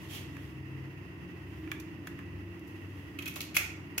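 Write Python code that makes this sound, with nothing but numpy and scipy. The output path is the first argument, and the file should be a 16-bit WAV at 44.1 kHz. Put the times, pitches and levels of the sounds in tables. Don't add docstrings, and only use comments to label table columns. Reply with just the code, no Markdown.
import sys
import numpy as np
from scipy import signal
from scipy.fft import rfft, irfft, next_fast_len
from scipy.io import wavfile
from scipy.ndimage import uniform_filter1d

SR = 44100
rng = np.random.default_rng(int(sys.argv[2]) if len(sys.argv) > 2 else 0)


def to_wav(sig):
    pcm = np.clip(np.atleast_2d(sig), -1, 1) * 32767
    pcm = np.round(pcm).astype(np.int16)
    wavfile.write(sys.argv[1], SR, pcm.T)


N = 176400


def from_db(db):
    return 10 ** (np.asarray(db) / 20)


def unit_rms(x):
    return x / np.sqrt(np.mean(x ** 2, axis=-1, keepdims=True) + 1e-20)


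def at_hz(points, hz):
    f, value = np.transpose(points)
    return np.interp(np.log(np.maximum(hz, 1)), np.log(f), value)


def pan(pan_db):
    return from_db(np.array([[.5], [-.5]]) * pan_db)


def colour(x, points, scale=1):
    n = 2 * next_fast_len(x.shape[-1])
    gain = from_db(scale * at_hz(points, np.arange(n // 2 + 1) * SR / n))
    cepstrum = irfft(np.log(gain))
    cepstrum[1:n // 2] *= 2
    cepstrum[n // 2 + 1:] = 0
    return irfft(rfft(x, n) * np.exp(rfft(cepstrum)))[..., :x.shape[-1]]


def drift(rate_hz):
    hz = np.arange(N // 2 + 1) * SR / N
    return unit_rms(irfft(rfft(rng.standard_normal(N)) / (1 + (hz / rate_hz) ** 2) ** 2, N))


# f/Hz, rms level/dB, wavering share of power/0-1
HUM_TONES = [(72.3, -58, 0.28), (96.3, -50.5, 0.82), (133.8, -56.5, 0.27), (158.3, -58.5, 0.49),
             (177.2, -61.5, 0), (284.3, -56.5, 1), (314, -59, 0.76), (339.2, -60.5, 0), (364, -71, 0.1)]
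# f/Hz, peak t/s, 1/e half-width/s, boost/dB
HUM_SWELLS = [(134.5, 0.73, 0.36, 10), (134.5, 1.93, 0.18, 7.5), (176.5, 1.286, 0.11, 12.5),
              (176.5, 2.32, 0.48, 9), (323.7, 1.85, 1, 7.5)]


def machine_hum(waver_hz=3.96, swell_reach_hz=16):
    t, hum = np.arange(N) / SR, 0
    for hz, db, share in HUM_TONES:
        waver = drift(waver_hz) + 1j * drift(waver_hz)
        phasor = np.sqrt(1 - share) + np.sqrt(share / 2) * waver
        tone = np.real(phasor * np.exp(2j * np.pi * (hz * t + rng.random())))
        swell_db = sum(boost_db * np.exp(-((t - peak_s) / width_s) ** 2)
                       for near_hz, peak_s, width_s, boost_db in HUM_SWELLS
                       if abs(hz - near_hz) < swell_reach_hz)
        hum = hum + from_db(db + swell_db) * unit_rms(tone)
    return hum


# f/Hz, density/(dB per Hz)
RUMBLE_SPECTRUM = [(20, -92), (54, -100.5), (68, -71.5), (105, -72), (150, -76), (190, -75.5), (235, -78),
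                   (320, -71), (390, -79.5), (480, -89), (700, -94.5), (3000, -135)]


def machine_rumble():
    return np.sqrt(SR / 2) * colour(rng.standard_normal(N), RUMBLE_SPECTRUM)


# f/Hz, density/(dB per Hz)
FAN_SPECTRUM = [(40, -106), (200, -82.5), (350, -83.5), (550, -95.5), (780, -92), (1000, -87),
                (1300, -92.5), (1720, -92), (1920, -81), (2150, -91.5), (2450, -93.5), (2680, -85),
                (2950, -94), (3700, -107), (4720, -108), (4900, -101.5), (5100, -108), (6500, -110),
                (7500, -116), (12000, -114.5), (15500, -113.5)]


def fan_hiss(flicker_db=0.96):
    air = np.sqrt(SR / 2) * colour(rng.standard_normal((2, N)), FAN_SPECTRUM)
    return air * from_db(flicker_db * drift(rate_hz=29))


# f/Hz, T60/s
ROOM_T60 = [(300, 0.85), (2500, 0.46), (6000, 0.47), (15000, 0.22)]


def room(x, build_s=0.0017):
    t, hz = np.arange(SR) / SR, np.arange(SR // 2 + 1)
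    white = rfft(rng.standard_normal((2, SR)))
    edges_hz = np.geomspace(100, SR / 2, 13)
    tail = 0
    for lo, hi in zip(edges_hz, edges_hz[1:]):
        band = irfft(white * ((hz >= lo) & (hz < hi)))
        tail = tail + band * from_db(-60 * t / at_hz(ROOM_T60, np.sqrt(lo * hi)))
    tail = unit_rms(tail * (1 - np.exp(-t / build_s))) / np.sqrt(SR)
    return signal.fftconvolve(x, tail, axes=-1)[:, :N]


# peak t/s, rise/s, fall/s, level/dB
BRUSH_SWELLS = [(.05, 0.13, 0.02, -58.5), (0.139, 0.043, 0.057, -46), (.41, 0.17, 0.14, -64.5),
                (1.56, 0.13, 0.2, -70), (2.719, 0.11, 0.15, -72.5), (3.0, 0.14, 0.23, -69)]
# f/Hz, relative level/dB
BRUSH_SPECTRUM = [(500, 7), (1500, 0), (2300, 11), (3300, 12), (4000, 3.5), (6500, 2.5), (8000, -2.5),
                  (10000, -0.5), (11900, 2), (15500, -4)]


def brushing(grain_db=1.5):
    t = np.arange(N) / SR
    envelope = sum(from_db(db) * np.exp(-((t - peak_s) / np.where(t < peak_s, rise_s, fall_s)) ** 2)
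                   for peak_s, rise_s, fall_s, db in BRUSH_SWELLS)
    grain = from_db(grain_db * drift(rate_hz=200))
    return envelope * grain * unit_rms(colour(rng.standard_normal((2, N)), BRUSH_SPECTRUM))


def plastic_squeak(peak_s=1.605, width_s=.03, top_hz=14600, arch_hz=450, level_db=-72.5):
    u = (np.arange(N) / SR - peak_s) / width_s
    hz = top_hz - arch_hz * np.minimum(u * u, 2) + 130 * drift(rate_hz=340)
    tone = np.sin(2 * np.pi * np.cumsum(hz) / SR)
    return from_db(level_db) * np.exp(-u * u) * tone * pan(pan_db=4.9)


def resonate(x, hz, t60_s):
    r = from_db(-60 / (t60_s * SR))
    poles = [1, -2 * r * np.cos(2 * np.pi * hz / SR), r * r]
    return signal.lfilter(np.array([1, 0, -1]) * (1 - r * r) / 2, poles, x)


HIT_S, LEVEL_WINDOW_S = .16, .002


def chatter_burst(t, rise_s, decay_s, smooth_hz=300):
    burst = rng.standard_normal(len(t)) * (1 - np.exp(-(t / rise_s) ** 2)) * np.exp(-t / decay_s)
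    power = uniform_filter1d(np.abs(rfft(burst)[1:]) ** 2, size=int(smooth_hz * HIT_S))
    hz = np.arange(1, len(power) + 1) / HIT_S
    return colour(burst, np.column_stack([hz, -10 * np.log10(power + 1e-12)]))


# f/Hz, relative level/dB
CRACK_SPECTRUM = [(300, -25), (1500, -18), (3500, 0), (5000, 0.5), (6400, 3.5), (8200, -5), (10800, -1),
                  (11750, 2), (12600, 0), (14300, -3), (15500, -5.5)]


def plastic_hits(hits, modes, rise_s, blow_db, correlation=0.24, focus_db_per_octave=8.25):
    t = np.arange(int(HIT_S * SR)) / SR
    out = np.zeros((2, N + SR))
    blow = from_db(blow_db) * signal.unit_impulse(len(t), int(rise_s * SR))
    for start_s, knock_db, centre_hz, crack_db, decay_s, pan_db in hits:
        chatter = np.array([chatter_burst(t, rise_s, decay_s) for _ in range(2)])
        left = correlation * chatter[1] + np.sqrt(1 - correlation ** 2) * chatter[0]
        force = blow + np.array([left, chatter[1]])
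        ring = sum((-1) ** k * from_db(db) * resonate(force, hz, t60_s)
                   for k, (hz, db, t60_s) in enumerate(modes))
        focus = [(centre_hz * 2.0 ** k, -abs(k) * focus_db_per_octave) for k in range(-3, 4)]
        knock = from_db(knock_db) * unit_rms(colour(ring, focus))
        crack = from_db(crack_db) * pan(pan_db) * unit_rms(colour(chatter, CRACK_SPECTRUM))
        start = int(start_s * SR)
        out[:, start:start + len(t)] += (knock + crack) * np.sqrt(LEVEL_WINDOW_S / HIT_S)
    return out[:, :N]


# t/s, knock/dB, knock centre/Hz, crack/dB, chatter decay/s, crack pan/dB
PLUNGER_HITS = [(.3665, -42, 1340, -57, 0.003, 3), (1.6750, -43, 1350, -68, 0.0018, 2),
                (1.7154, -28, 2100, -40, 0.0032, 2), (1.7995, -55, 3020, -43.5, 0.005, -3),
                (2.0711, -36, 1570, -43, 0.0035, 3.5), (2.1895, -42, 1260, -58, 0.0029, 1),
                (2.594, -68, 2600, -63.5, 0.0024, 14), (2.672, -73, 2670, -60.5, 0.025, 18)]
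# f/Hz, relative level/dB, T60/s
PLUNGER_MODES = [(630, 5.5, 0.018), (1200, 5.5, 0.0076), (1520, 6.5, 0.0094), (1770, 10, 0.01),
                 (2440, 10, 0.0085), (3450, 4, 0.011)]


def plunger_clicks():
    return plastic_hits(PLUNGER_HITS, PLUNGER_MODES, rise_s=0.00035, blow_db=-6.5)


# t/s, knock/dB, knock centre/Hz, crack/dB, chatter decay/s, crack pan/dB
RATTLE_HITS = [(3.186, -34.5, 2240, -54, 0.0028, -3), (3.1885, -34.5, 2480, -41.5, 0.0025, 0),
               (3.222, -41, 2700, -44, 0.0045, 1), (3.2565, -34.5, 2450, -38.5, 0.007, 5),
               (3.2635, -33, 2360, -50, 0.0034, 10), (3.277, -39, 2510, -37, 0.004, 7),
               (3.282, -35, 2550, -40.5, 0.0019, 2.5), (3.339, -69, 2600, -53, 0.0033, 15),
               (3.3575, -37.5, 3140, -35.5, 0.012, 3), (3.360, -35.5, 850, -52, 0.0055, 0),
               (3.4050, -32, 4650, -34.5, 0.0027, 1.5), (3.415, -45, 4370, -35, 0.0017, 1),
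               (3.544, -29, 2330, -37, 0.042, 12), (3.5517, -30.5, 2340, -37, 0.01, 19)]
# f/Hz, relative level/dB, T60/s
RATTLE_MODES = [(613, -0.5, 0.053), (1290, -4, 0.01), (2260, 2.5, 0.019), (2540, 5, 0.028),
                (2850, -1, 0.012), (3220, -2, 0.013), (4200, -13, 0.0015)]


def loose_rattle():
    return plastic_hits(RATTLE_HITS, RATTLE_MODES, rise_s=0.000965, blow_db=-14)


# t/s, knock/dB, knock centre/Hz, crack/dB, chatter decay/s, crack pan/dB
SNAP_HITS = [(3.5656, -15.5, 2410, -22.5, 0.0017, 6), (3.5703, -26, 2330, -22, 0.0021, -3),
             (3.9775, -31, 1740, -32, 0.0044, -5), (3.980, -29, 2730, -25.5, 0.0024, 5.5)]
# f/Hz, relative level/dB, T60/s
SNAP_MODES = [(590, 4, 0.013), (1430, 1, 0.017), (1860, -5, 0.0075), (2170, 2, 0.015), (2543, 5, 0.012),
              (2830, 1.5, 0.013), (3450, -3.5, 0.011), (6180, -6, 0.04)]


def hard_snaps():
    return plastic_hits(SNAP_HITS, SNAP_MODES, rise_s=0.00126, blow_db=-6)


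def scene():
    # signal, room send/dB
    sources = [(plunger_clicks(), -7.5), (loose_rattle(), -3.5),
               (hard_snaps(), -4), (brushing(), -1.5)]
    direct = sum(x for x, _ in sources)
    reflections = room(sum(x * from_db(send_db) for x, send_db in sources))
    return direct + reflections + plastic_squeak() + machine_hum() + machine_rumble() + fan_hiss()


# f/Hz, left minus right/dB
PORT_BALANCE = [(60, 0), (160, 2.5), (350, -2.5), (700, 1), (1300, -2.5), (1900, -3.5), (2500, -6.5),
                (3300, -6), (4400, -1.5), (7500, -3.5), (9500, -0.5), (11700, 11.5), (13000, 5),
                (15500, 7.5)]


def record(dry, cutoff_hz=15800):
    left = colour(dry[0], PORT_BALANCE, scale=.5)
    right = colour(dry[1], PORT_BALANCE, scale=-.5)
    lowpass = signal.ellip(12, .2, 80, cutoff_hz, fs=SR, output="sos")
    return signal.sosfilt(lowpass, np.array([left, right]))


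dry = scene()
out = record(dry)
to_wav(out)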